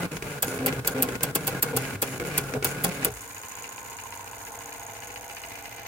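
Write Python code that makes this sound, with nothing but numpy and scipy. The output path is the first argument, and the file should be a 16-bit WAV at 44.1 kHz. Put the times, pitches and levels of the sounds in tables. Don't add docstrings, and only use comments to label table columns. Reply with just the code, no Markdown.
import sys
import numpy as np
from scipy import signal
from scipy.fft import rfft, irfft
from scipy.io import wavfile
from scipy.ndimage import uniform_filter1d

SR = 44100
rng = np.random.default_rng(int(sys.argv[2]) if len(sys.argv) > 2 else 0)


def write(x):
    x = np.atleast_2d(x).T
    wavfile.write(sys.argv[1], SR, np.round(np.clip(x, -1, 1) * 32767).astype(np.int16))

N = 258867
TIME = np.arange(N) / SR
FIRST_STEP_S, STEPS_PER_S = 3.1039, 57.935

# snap time in seconds,
# snap level in dB, first rebound delay in seconds, its dB, second rebound delay in seconds, its dB,
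# lead-in noise dB, seat dB, frame clack dB, lever clink dB, spring dB, lever pitch in Hz, spring pitch in Hz,
# pen holder ring dB.
PEN = [(.4262, -10.5, 0.0028, -12.5, 0.0062, -28, -18, -27, -15.5, -14, -19, 13000, 10500, -29),
       (.6614, -8.5, 0.006, -13.5, 0.013, -29, -33, -29, -16.5, -22, -15.5, 12880, 10630, -28),
       (.8741, -11, .002, -11.5, 0.0058, -20, -23, -35, -16, -15, -18.5, 13300, 10800, -29),
       (1.0235, -6, 0.0063, -10.5, .009, -30, -31, -33, -19.5, -21, -16, 12900, 9800, -42),
       (1.2317, -10, 0.0023, -7, 0.0087, -18, -29, -33, -18, -18.5, -17, 13250, 9510, -30),
       (1.353, -8, .0025, -13.5, 0.0057, -13, -23, -38, -15.5, -18.5, -17, 12600, 9400, -33),
       (1.4713, -15, 0.0025, -21, 0.0062, -11.5, -27, -31, -13.5, -16, -14, 13270, 10200, -25),
       (1.6254, -10, .0025, -10, .0057, -11, -28, -38, -17, -17.5, -17, 13250, 9595, -29),
       (1.7653, -12, 0.0041, -15.5, 0.0055, -12.5, -32, -36, -15, -17, -12.5, 13310, 10290, -26),
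       (2.0201, -13.5, 0.001485, -15.5, .006, -14, -26, -34, -12, -15, -13, 12400, 10030, -27.5),
       (2.3778, -11, .0024, -10, .005, -20, -30, -40, -16, -13.5, -10, 12600, 9550, -36),
       (2.6452, -9.5, 0.0013, -17, .006, -16.5, -44, -31, -11.5, -18, -11, 13730, 9500, -32),
       (2.84, -16.5, 0.0021, -15, 0.0059, -12.5, -23, -43, -12, -12, -8, 13400, 10620, -27),
       (3.047, -7, 0.0041, -18, 0.0068, -13.5, -35, -45, -19, -17, -11, 13790, 9880, -35)]
# frequency in Hz, relative level in dB.
PEN_COLOUR = [(400, -29), (1500, -17), (3000, -20), (5500, -24), (7000, -18.5), (8700, -9), (10000, -13),
              (11300, -9), (12100, -10.5), (13100, 1), (14000, -1.5), (14800, -3), (15600, -5),
              (16500, -5.5)]
CLACK_COLOUR = [(80, -2), (200, 4), (450, 5), (620, 3.5), (800, 0), (1200, -3), (1900, -16.5), (2700, -4),
                (3700, -13), (4700, -8), (7000, -11), (15000, -11)]
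CLINK_COLOUR = [(1000, -10), (2400, 2.5), (3400, -2.5), (4000, -1), (4800, -2), (6000, -1.5), (7800, 5.5),
                (9000, -24), (16000, -55)]
SPRING_COLOUR = [(4000, -36), (7500, -38), (8700, -9.5), (10000, 7), (11200, 0), (12200, -18), (16000, -22)]
# centre in Hz, width in Hz, lift in dB.
LEVER = [(3382, 69, 13), (4640, 260, 9), (6980, 350, 5.5), (7830, 150, 5), (7960, 220, 4.5), (8650, 190, 6),
         (9900, 220, 5.5), (10320, 130, -7), (10500, 220, 6), (11200, 190, -4), (12670, 350, 7.5),
         (13200, 430, -2), (13800, 260, 2.5), (15100, 360, -8)]
FRAME = [(312, 92, 3.5), (416.6, 22, 7), (484, 54, 10.5), (791, 20, 1.5), (1069, 43, 5), (1440, 106, 10),
         (1605, 350, 10.5), (2124, 31, 6), (2260, 76, 9.5), (2597, 110, 5.5), (3380, 16, 3.5)]
# frequency in Hz, side minus mid in dB.
WIDTH_WRITING = [(60, -24), (110, -30), (200, -10), (380, -18.5), (700, -5.5), (1290, -2), (2380, -0.5),
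                 (4400, 0.5), (8120, 0), (15000, -25)]
PEN_LEAD_S, PEN_SETTLE_S = 0.0038, 0.0187
PEN_DECAY_S, CLACK_LAG_S = 0.00069, 0.0031
LEVER_RING_DB, SPRING_RING_DB = -7, -5
HOLDER_HZ, HOLDER_LAG_S = 791, 0.00514


def pen():
    (s, snap_db, first_s, first_db, second_s, second_db, lead_in_db, seat_db,
     clack_db, clink_db, spring_db, lever_hz, spring_hz, holder_db) = np.transpose(PEN)
    hits_s = np.array([s, s + first_s, s + second_s])
    hits_db = np.array([snap_db, first_db, second_db])
    snap = blows(hits_s, hits_db, rise_s=0.00023, decay_s=PEN_DECAY_S)
    lead_in = blows(s - PEN_LEAD_S, lead_in_db, rise_s=0.0012, decay_s=0.0044)
    ringing = blows(hits_s, hits_db - 15, rise_s=0.00064, decay_s=0.002)
    seat = blows(s + PEN_SETTLE_S, seat_db, rise_s=0.0003, decay_s=0.0034)
    contact = np.sqrt(snap ** 2 + lead_in ** 2 + ringing ** 2 + seat ** 2)
    clack = blows(hits_s + CLACK_LAG_S, hits_db + clack_db, rise_s=0.00047, decay_s=0.0097)
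    clink = blows(hits_s, hits_db + clink_db, rise_s=0.000063, decay_s=0.0035)
    spring = blows(hits_s, hits_db + spring_db, rise_s=0.00028, decay_s=0.0024)
    return (radiate(contact, PEN_COLOUR, WIDTH_WRITING, LEVER)
            + radiate(clack, CLACK_COLOUR, WIDTH_WRITING, FRAME)
            + radiate(clink, CLINK_COLOUR, WIDTH_WRITING, LEVER)
            + radiate(spring, SPRING_COLOUR, WIDTH_WRITING, LEVER)
            + ring(hits_s, lever_hz, hits_db + LEVER_RING_DB, decay_s=0.0021)
            + ring(hits_s, spring_hz, hits_db + spring_db + SPRING_RING_DB, decay_s=0.0028)
            + ring(s + HOLDER_LAG_S, HOLDER_HZ, holder_db, decay_s=0.015))


# time in seconds, level in dB before its flicker.
BITES = [(.462, -38.5), (.51, -46), (1.485, -41.5), (2.255, -44), (2.665, -37), (2.70, -40.5),
         (2.858, -39.5)]
# frequency in Hz, relative level in dB.
SCRATCH_COLOUR = [(2000, -16), (5500, 2), (6200, -2), (6700, 13), (7500, 1), (9300, 5.5), (10600, 8),
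                  (12000, 1.5), (14000, 0), (16000, 0)]
SCRATCH_SWELL_DB = 2


def nib_scratch():
    flicker_db = 3.6 * drift(600) + SCRATCH_SWELL_DB * drift(28.27) - 6.5
    scratch = move_level(STROKES, np.array(STROKES)[:, -1], settle_s=0.0015) * amp(flicker_db)
    rasp = blows(*np.transpose(BITES), rise_s=0.0053, decay_s=0.028) * amp(4.4 * drift(500) - 2.5)
    return radiate(np.hypot(scratch, rasp), SCRATCH_COLOUR, WIDTH_WRITING)


# start in seconds, end in seconds, pitch in Hz,
# glide over the stroke in Hz, hum dB, whine dB, rattle dB, pulley chatter dB, nib scratch dB.
STROKES = [(0, 0.064, 175.6, 0, -32.5, -36, -34.5, -47, -52),
           (.114, 0.178, 157.1, 8.5, -40.5, -47, -43, -46.5, -42),
           (0.224, 0.39, 145.7, -5.5, -44, -36, -43.5, -49, -46.5),
           (.427, .581, 131.6, 18, -45, -40, -37, -53, -40),
           (0.702, .8, 138.4, -8, -38.5, -34, -40.5, -49, -59),
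           (0.847, 0.938, 149.6, -20, -44, -41, -39.5, -48, -44),
           (1.075, 1.166, 126.3, 8, -40, -32.5, -39.5, -51, -50),
           (1.213, 1.314, 146.8, -28.5, -40, -37, -40, -49, -49),
           (1.355, 1.47, 150.1, -14, -40.5, -41, -41, -56, -45),
           (1.47, 1.599, 137.5, 0.5, -40, -45, -38, -49, -48),
           (1.634, 1.725, 153.2, -16.5, -42, -48, -38.5, -62, -45),
           (1.782, 1.961, 132.6, 6, -44, -36, -41, -46.5, -42),
           (2.02, 2.183, 130.4, -15, -44, -36.5, -43.5, -45.5, -42),
           (2.197, 2.23, 116.8, -0.5, -41, -29, -36, -58, -60),
           (2.247, 2.395, 146.2, 13.5, -38.5, -44, -39, -40.5, -43.5),
           (2.4, 2.544, 136, 6, -43, -38.5, -43.5, -53, -46),
           (2.627, 2.836, 141.9, 8, -41.5, -48, -40.5, -46.5, -45),
           (2.84, 2.899, 174.4, 16.5, -31.5, -29, -37.5, -45, -46),
           (2.905, 3.089, 138, -20.5, -45, -37, -41.5, -43.5, -43.5)]
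# start in seconds, end in seconds, buzz dB, gear clatter dB.
FEEDS = [(.592, 0.634, -28, -38), (.637, 0.666, -28, -32), (0.673, 0.701, -26, -35),
         (0.945, 1.02, -27.5, -35.5), (1.037, 1.071, -28.5, -39), (1.728, 1.771, -31, -32),
         (2.544, 2.577, -30, -32.5), (3.056, 3.085, -46.5, -31.5)]


def writing():
    turns = motor_turns()
    stroking = move_level(STROKES, np.array(STROKES)[:, 6], settle_s=0.00016)
    feeding = move_level(FEEDS, np.array(FEEDS)[:, 2], settle_s=0.0012)
    steps = rms_one((np.exp(-(turns % 1) / 0.5) + 1.0) * amp(2.0 * drift(260)))
    drive = carriage_motor(turns) + paper_roller(stroking, feeding) + roller_gears()
    loose = stroking * loose_parts() + drive_ticks(stroking)
    return drive + frame_rattle(stroking, feeding, steps, turns) + loose + pulley_chatter(feeding, steps) + knocks()


SPEED_CHANGE_S = 0.011


def motor_turns():
    start, end, pitch_hz, glide_hz, *_ = np.transpose(STROKES)
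    now = np.maximum(np.searchsorted(start, TIME, "right") - 1, 0)
    along = np.clip((TIME - start[now]) / (end - start)[now], 0, 1)
    speed_hz = pitch_hz[now] + glide_hz[now] * (along - 0.5)
    eased = uniform_filter1d(speed_hz, max(int(SPEED_CHANGE_S * SR), 1))
    return np.cumsum(eased * (1 + 0.018 * drift(60))) / SR


# multiple of the stroke pitch, relative level in dB.
MOTOR_ORDERS = [(1, 2), (2, -13), (3, -10), (4, -15), (5, -23.5), (6, -31)]
HUM_ROUGH = 0.22
SWAY_LAG_S = 0.0032


def carriage_motor(turns):
    hum_db, whine_db = np.array(STROKES)[:, 4:6].T
    sway = hum(turns, MOTOR_ORDERS[:1], HUM_ROUGH, flutter_per_s=81)
    whine = hum(turns, MOTOR_ORDERS[1:], HUM_ROUGH, flutter_per_s=40)
    return move_level(STROKES, hum_db, SWAY_LAG_S) * sway + move_level(STROKES, whine_db, settle_s=0.0041) * whine


# multiple of the roller pitch, relative level in dB.
ROLLER_ORDERS = [(.5, -16), (1, -4), (1.5, -15.5), (2, -14.5), (3, -29)]
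ROLLER_HZ, ROLLER_ROUGH = 262.2, 0.12
ROLLER_START_SAG_HZ, ROLLER_SPIN_UP_S = 21.66, 0.013
ROLLER_CREEP_DB = -31


def paper_roller(stroking, feeding):
    up_to_speed = move_level(FEEDS, np.zeros(len(FEEDS)), ROLLER_SPIN_UP_S)
    speed_hz = ROLLER_HZ * (1 + 0.0121 * drift(40.1)) - ROLLER_START_SAG_HZ * (1 - up_to_speed)
    buzz = hum(np.cumsum(speed_hz) / SR, ROLLER_ORDERS, ROLLER_ROUGH, flutter_per_s=69)
    return (feeding + amp(ROLLER_CREEP_DB) * stroking) * buzz


# frequency in Hz, relative level in dB.
GEAR_COLOUR = [(150, -16), (330, -11), (440, 5.5), (560, -1), (780, -6), (1200, -14.5), (3000, -48)]
# centre in Hz, width in Hz, lift in dB.
GEARS = [(422.5, 25, 11), (461, 22, 2.5), (510, 68, 9), (640, 21, 6), (761.6, 38, 14.5)]


def roller_gears():
    clatter = move_level(FEEDS, np.array(FEEDS)[:, 3], settle_s=0.00048)
    return radiate(clatter, GEAR_COLOUR, WIDTH_WRITING, GEARS)


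# frequency in Hz, relative level in dB.
RATTLE_COLOUR = [(70, -19.5), (130, 3), (180, 6), (215, 0.5), (300, -1.5), (380, -5.5), (520, -4),
                 (680, -6), (1100, -10), (1500, -17.5), (1850, -19), (2500, -18.5), (3600, -22),
                 (5400, -26), (9000, -21.5), (16000, -26.5)]
FEED_RATTLE_DB = -11


def frame_rattle(stroking, feeding, steps, turns):
    shaken = (stroking + amp(FEED_RATTLE_DB) * feeding) * steps + amp(-44.5) * (TIME < FIRST_STEP_S)
    return amp(0.5) * radiate(shaken, RATTLE_COLOUR, WIDTH_WRITING, FRAME, turns, repeat=0.19)


# pitch in Hz, level in dB relative to the stroke rattle.
LOOSE_PARTS = [(410, -9.5), (590, -16.5), (790, -18), (1050, -32), (1430, -11.5), (1590, -10.5),
               (2100, -15.5), (2550, -47)]
LOOSE_SWING_DB, LOOSE_WANDER = 6, 0.025


def loose_parts():
    out = 0
    for hz, db in LOOSE_PARTS:
        grip = amp(LOOSE_SWING_DB * np.clip(drift(26.14), -2, 1))
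        turns = np.cumsum(hz * (1 + LOOSE_WANDER * drift(22))) / SR
        out = out + amp(db) * rms_one(grip * hum(turns, [(1, 0)], rough=0.74, flutter_per_s=170))
    return out


# frequency in Hz, relative level in dB.
PULLEY_COLOUR = [(400, -3), (1250, -4.5), (1500, -10.5), (1850, -4), (2200, -0.5), (2700, -10.5),
                 (3500, -10.5), (8000, -13.5), (16000, -33)]
# centre in Hz, width in Hz, lift in dB.
PULLEY = [(1472, 26, 14), (1668, 104, 10), (2050, 90, 9), (2381, 86, 10), (2597, 173, 9.5), (2890, 250, 11)]
FEED_PULLEY_DB = -20


def pulley_chatter(feeding, steps):
    looseness = amp(2.5 * drift(110) + 2 * drift(22))
    pulled = move_level(STROKES, np.array(STROKES)[:, 7], settle_s=0.0044) + amp(FEED_PULLEY_DB) * feeding
    return radiate(pulled * steps * looseness, PULLEY_COLOUR, WIDTH_WRITING, PULLEY)


# time in seconds, level in dB.
KNOCKS = [(0.031, -28), (0.117, -32.5), (0.167, -26.5), (0.223, -25), (0.479, -32), (0.588, -29),
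          (0.626, -43), (0.725, -25.5), (0.792, -32), (0.847, -27.5), (0.981, -32), (1.087, -25.5),
          (1.153, -26.5), (1.207, -28.5), (1.407, -32), (2.198, -26.5), (2.237, -33), (2.437, -31.5),
          (2.537, -24.5), (2.625, -24.5)]
# frequency in Hz, relative level in dB.
KNOCK_COLOUR = [(100, 14), (400, 15), (800, 4.5), (1500, -4), (2500, 5), (3600, -4.5), (6500, -3),
                (15000, -16)]


def knocks():
    return radiate(blows(*np.transpose(KNOCKS), rise_s=0.0011, decay_s=0.0036), KNOCK_COLOUR, WIDTH_WRITING, FRAME)


# frequency in Hz, relative level in dB.
CATCH_COLOUR = [(400, -13), (1250, -4), (2200, 5), (3300, -6.5), (4500, -2), (8000, -12.5), (16000, -21)]
GRIT_PER_S, GRIT_DB, GRIT_SPREAD_DB = 45, 5, 12


def drive_ticks(stroking):
    chance = rng.random((400, 2))
    s = np.cumsum(-np.log(1 - chance[:, 0])) / GRIT_PER_S
    db = GRIT_DB + GRIT_SPREAD_DB * (chance[:, 1] ** 2 - 1)
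    early = s < FIRST_STEP_S
    grit = blows(s[early], db[early], rise_s=0.00022, decay_s=0.0017)
    return radiate(stroking * grit, CATCH_COLOUR, WIDTH_WRITING, PULLEY)


# time in seconds, pitch in Hz, level in dB.
ROCKS = [(.77, 127.3, -37), (1.135, 127.6, -42), (1.745, 126.9, -33.5), (1.93, 102.1, -39.5),
         (2.555, 137.4, -39), (3.075, 115.9, -39.5)]
ROCK_RISE_S, ROCK_DECAY_S = 0.014, 0.04


def rocking():
    return sum(blows([s], [db], ROCK_RISE_S, ROCK_DECAY_S) * hum(hz * TIME, [(1, 0)], rough=0.23, flutter_per_s=65)
               for s, hz, db in ROCKS)


# time in seconds, tick dB, pulley dB, sliding dB, sharp crack dB.
RETURN = [(3.12, -42.5, -44, -47.5, -52), (3.35, -42.5, -43.5, -49.5, -49), (3.7, -45, -42, -48.5, -46),
          (4.1, -45, -43.5, -49.5, -47), (4.5, -44, -45, -47.5, -44), (5.0, -45.5, -42.5, -50, -45),
          (5.4, -44.5, -42, -51.5, -43), (5.67, -47.5, -40.5, -52.5, -40), (5.87, -49.5, -40, -49, -45)]
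# lag in seconds, tick dB,
# crack dB, ping dB, rebound dB, pulley dB, wire dB.
PHASES = [(0.00079, -1.5, 1.5, 1.5, -2, 1, -2), (0.0029, -1.5, -3, -6, -25.5, -4, -1),
          (.0002, 2.5, 0, 5, -2.5, -10, -3), (0.0005, -2, -8, -9, -3.5, -1.5, 1)]
# time in seconds, level in dB.
CATCHES = [(3.307, -46), (3.365, -40), (3.433, -41.5), (3.641, -36.5), (3.779, -40), (3.916, -43),
           (3.986, -38.5), (4.123, -39), (4.138, -41), (4.276, -41), (4.468, -39.5), (4.606, -41.5),
           (4.722, -40), (4.951, -43), (5.021, -40.5), (5.159, -37), (5.297, -41), (5.367, -36),
           (5.436, -37), (5.518, -43), (5.553, -39.5), (5.588, -48), (5.655, -37)]
# frequency in Hz, relative level in dB.
TICK_COLOUR = [(1000, -12.5), (3000, -27), (5600, -11), (7400, -7.5), (8500, -3), (9700, -3), (10700, -7.5),
               (11400, -6), (11900, -11), (13100, -3), (14000, -6), (16000, -12)]
CRACK_COLOUR = [(3000, -26), (8000, -20), (9700, -16), (12000, -10), (13000, 1), (13700, 20), (14700, 14),
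                (16000, 4)]
SLIDE_COLOUR = [(40, -50), (110, -11), (180, -6), (290, -2), (370, -7.5), (455, 5.5), (500, 5.5), (580, -4),
                (900, 3.5), (1230, -6.5), (1480, 3.5), (2400, -19), (3600, -16), (5500, -26), (8700, -17.5),
                (16000, -44)]
# time in seconds, pitch in Hz, level in dB.
PING = [(3.1, 6700, -51.5), (3.401, 6810, -48), (4.3, 6710, -51.5), (5.0, 6680, -50), (5.87, 6540, -55)]
# multiple of the step rate, level in dB at mid-run.
RETURN_ORDERS = [(2, -67.5), (5, -64), (8, -61.5), (8.5, -61)]
# frequency in Hz, side minus mid in dB.
WIDTH_RETURN = [(60, 5), (110, -26), (200, 2), (380, -9), (700, -9), (1290, 0), (2380, -1.5), (4400, 2.5),
                (8120, 0.5), (15000, -22)]
STEP_SPREAD_DB, STEP_JITTER_S = 1.1, 0.0002
STEP_REBOUND_S = 0.0084
PULLEY_ROCK_S, PULLEY_RUB_DB = 0.0042, -10.5
RETURN_HUM_SWELL_DB = 5.5


def carriage_return():
    tick_db, pulley_db, slide_db, crack_db = in_time(RETURN)
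    count = np.arange(int((N / SR - FIRST_STEP_S) * STEPS_PER_S) + 1)
    phase = count % len(PHASES)
    (lag_s, step_tick_db, step_crack_db, ping_db, rebound_db,
     step_pulley_db, wire_db) = np.array(PHASES)[phase].T
    chance = rng.standard_normal((len(count), 5))
    s = FIRST_STEP_S + count / STEPS_PER_S + lag_s + STEP_JITTER_S * chance[:, 0]
    strike_luck_db, rebound_luck_db, rock_luck_db = STEP_SPREAD_DB * chance[:, 2:].T
    moving, steps = TIME > FIRST_STEP_S, TIME * STEPS_PER_S
    cycles = steps / len(PHASES)

    strike = blows(s, step_tick_db + strike_luck_db, rise_s=0.0001, decay_s=0.0035)
    rebound_s = s + STEP_REBOUND_S + 0.0019 * chance[:, 1]
    rebound = blows(rebound_s, rebound_db + 2 * rebound_luck_db, rise_s=0.00075, decay_s=0.0092)
    crack = blows(s, step_crack_db + strike_luck_db, rise_s=0.00018, decay_s=0.0014)
    ping = blows(s, ping_db + strike_luck_db, rise_s=0.0001, decay_s=0.0019)
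    ping = np.hypot(ping, amp(-5.0) * rebound)
    rock_lag_s = np.interp(phase, [0, len(PHASES) - 1], [-PULLEY_ROCK_S, PULLEY_ROCK_S / 2])
    rock = blows(s + rock_lag_s, step_pulley_db + rock_luck_db, rise_s=0.00067, decay_s=0.0041)
    rub = moving * amp(PULLEY_RUB_DB + 2 * drift(45))
    catch = blows(*np.transpose(CATCHES), rise_s=0.00021, decay_s=0.006)
    pluck = blows(s, wire_db, rise_s=0.00064, decay_s=0.014)
    slide = (0.47 * moving + 0.83 * pluck) * amp(slide_db)
    travelled = (TIME - FIRST_STEP_S) / (TIME[-1] - FIRST_STEP_S)
    swell = moving * amp(RETURN_HUM_SWELL_DB * (travelled - 0.5))
    return (radiate(np.hypot(strike, rebound) * amp(tick_db), TICK_COLOUR, WIDTH_RETURN)
            + radiate(crack * amp(crack_db), CRACK_COLOUR, WIDTH_RETURN, (), cycles, repeat=0.4)
            + gliding_ring(ping, PING, width_hz=560, side_db=-1.5, pan_db=-1.0, turns=cycles, repeat=0.33)
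            + radiate(np.hypot(rock, rub) * amp(pulley_db), PULLEY_COLOUR, WIDTH_RETURN, PULLEY, cycles, repeat=0.3)
            + radiate(catch, CATCH_COLOUR, WIDTH_RETURN, PULLEY)
            + radiate(slide, SLIDE_COLOUR, WIDTH_RETURN, (), cycles, repeat=0.33)
            + drive_wire(pluck, cycles)
            + swell * hum(steps, RETURN_ORDERS, rough=0.48, flutter_per_s=4.3))


# time in seconds, pitch in Hz,
# level in dB before the frame colours it.
WIRE = [(3.1, 1007, -57), (3.601, 967, -47.5), (4.099, 926, -43), (4.499, 876, -44), (5.0, 827, -43),
        (5.5, 830, -44), (5.87, 810, -47)]
# centre in Hz, width in Hz, lift in dB.
BRACKET = [(679, 49, 10), (814, 26, 4.5), (947, 35, 9), (1058, 43, 16)]
WIRE_REPEAT = 0.51


def drive_wire(pluck, cycles):
    wire = gliding_ring(pluck, WIRE, width_hz=210, side_db=-5.0, pan_db=-1.5, turns=cycles, repeat=WIRE_REPEAT)
    return np.array([coloured(ear, [(300, -2.0), (2000, -12.5)], BRACKET, keep_power=False) for ear in wire])


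# frequency in Hz, relative level in dB.
SHAKE_COLOUR = [(20, -35), (35, -17), (50, -0.5), (75, -8.5), (100, 1.5), (150, -19), (300, -33.5)]
CASING_DB, CASING_MOVE_DB, CASING_RING_S = -56, -48.5, 0.066


def casing():
    moves = STROKES + FEEDS
    moving = move_level(moves, [CASING_MOVE_DB] * len(moves), CASING_RING_S)
    s, db = np.transpose(KNOCKS)
    boom = blows(s, db - 19.5, rise_s=0.004, decay_s=0.061)
    return radiate(np.hypot(np.hypot(moving, boom), amp(CASING_DB)), SHAKE_COLOUR, WIDTH_WRITING)


ROOM_T60_S, ROOM_DB = 0.13, -13.5


def room(x):
    age = TIME[:SR // 4]
    tail = rng.standard_normal((2, len(age))) * amp(-60 * age / ROOM_T60_S) * (age > 0.005)
    dull = signal.sosfilt(signal.butter(1, 4000, fs=SR, output="sos"), tail) / np.linalg.norm(tail[0])
    return signal.oaconvolve(x, dull, axes=1)[:, :N]


def amp(db):
    return 10 ** (np.asarray(db) / 20)


def rms_one(x):
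    return x / np.sqrt(np.mean(x ** 2) + 1e-20)


def in_time(rows):
    s, *columns = np.transpose(rows)
    return [np.interp(TIME, s, c) for c in columns]


def drift(per_s):
    return rms_one(np.interp(TIME * per_s, np.arange(4096), rng.standard_normal(4096)))


def coloured(x, spectrum, resonances=(), keep_power=True, size=4096):
    hz = np.fft.rfftfreq(size, 1 / SR) + 1
    points = np.array(spectrum)
    db = np.interp(np.log(hz), np.log(points[:, 0]), points[:, 1])
    for centre, width, height in resonances:
        db = db + height / (1 + (2 * (hz - centre) / width) ** 2)
    cepstrum = irfft(np.log(amp(db)))[:size // 2]
    cepstrum[1:] *= 2
    response = irfft(np.exp(rfft(cepstrum, size)))
    if keep_power:
        response = response / np.linalg.norm(response)
    return signal.oaconvolve(x.astype(np.float32), response.astype(np.float32))[:N]


def contacts(turns=None, repeat=0.):
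    fresh = rng.standard_normal((2, N))
    if turns is None:
        return fresh
    sample, share = np.arange(N), np.clip(repeat, 0, 1)
    new_turn = np.diff(np.floor(turns), prepend=0) > 0
    since_turn = sample - np.maximum.accumulate(sample * new_turn)
    return np.sqrt(1 - share) * fresh + np.sqrt(share) * fresh[:, -1 - since_turn]


def radiate(envelope, spectrum, width, resonances=(), turns=None, repeat=0.):
    mid, side = (coloured(envelope * c, spectrum, resonances) for c in contacts(turns, repeat))
    return mid + coloured(side, width, keep_power=False) * [[1], [-1]]


def blows(times, levels_db, rise_s, decay_s):
    energy = np.zeros(N)
    samples = np.clip((np.asarray(times) * SR).astype(int), 0, N - 1)
    np.add.at(energy, samples, amp(levels_db) ** 2)
    age = TIME[:SR // 4]
    shape = (1 - np.exp(-age / rise_s)) * np.exp(-age / decay_s)
    return np.sqrt(np.maximum(signal.oaconvolve(energy, (shape / shape.max()) ** 2)[:N], 0))


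def move_level(moves, levels_db, settle_s):
    drive = sum(amp(db) * ((TIME >= row[0]) & (TIME < row[1])) for row, db in zip(moves, levels_db))
    keep = np.exp(-1 / (settle_s * SR))
    return signal.lfilter([1 - keep], [1, -keep], drive + 1e-9)


def hum(turns, orders, rough, flutter_per_s):
    out = 0
    for multiple, db in orders:
        cycles = round(2 * multiple) / 2 * turns + rng.random()
        phase = 2 * np.pi * cycles + rough * drift(flutter_per_s)
        out = out + amp(db) * (1 + rough * drift(flutter_per_s)) * np.sin(phase.astype(np.float32))
    return out * np.sqrt(2 / (1 + rough ** 2))


def ring(times, hz, levels_db, decay_s):
    out, age = np.zeros(N + SR), TIME[:SR // 8]
    fade = np.exp(-age / decay_s) * (1 - np.exp(-10 * age / decay_s))
    for s, pitch_hz, db in np.broadcast(times, hz, levels_db):
        start = int(s * SR)
        gain = amp(db + 2 * rng.standard_normal())
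        out[start:start + len(age)] += gain * fade * np.sin(2 * np.pi * (pitch_hz * age + rng.random()))
    return out[:N]


def gliding_ring(envelope, glide, width_hz, side_db, pan_db, turns=None, repeat=0.):
    hz, db = in_time(glide)
    keep = np.exp(-np.pi * width_hz / SR)
    spin = np.exp(2j * np.pi * np.cumsum(hz) / SR)
    kicks = envelope * contacts(turns, repeat) + 1e-18
    ringing = (signal.lfilter([1], [1, -2 * keep, keep ** 2], kicks / spin) * spin).real
    mid, side = ringing / ringing[:, TIME > FIRST_STEP_S].std(axis=1, keepdims=True) * amp(db)
    return (mid + amp(side_db) * side * [[1], [-1]]) * amp([[pan_db / 2], [-pan_db / 2]])


def scene():
    machine = pen() + nib_scratch() + writing() + rocking() + carriage_return() + casing()
    return machine + amp(ROOM_DB) * room(machine)


CUTOFF_HZ = 15900


def record(dry):
    thinned = signal.sosfilt(signal.butter(4, 36, "high", fs=SR, output="sos"), dry)
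    rounded = 0.6 * np.tanh(thinned / 0.6)
    return signal.sosfilt(signal.ellip(12, 0.2, 80, CUTOFF_HZ, fs=SR, output="sos"), rounded)


dry = scene()
out = record(dry)
write(out)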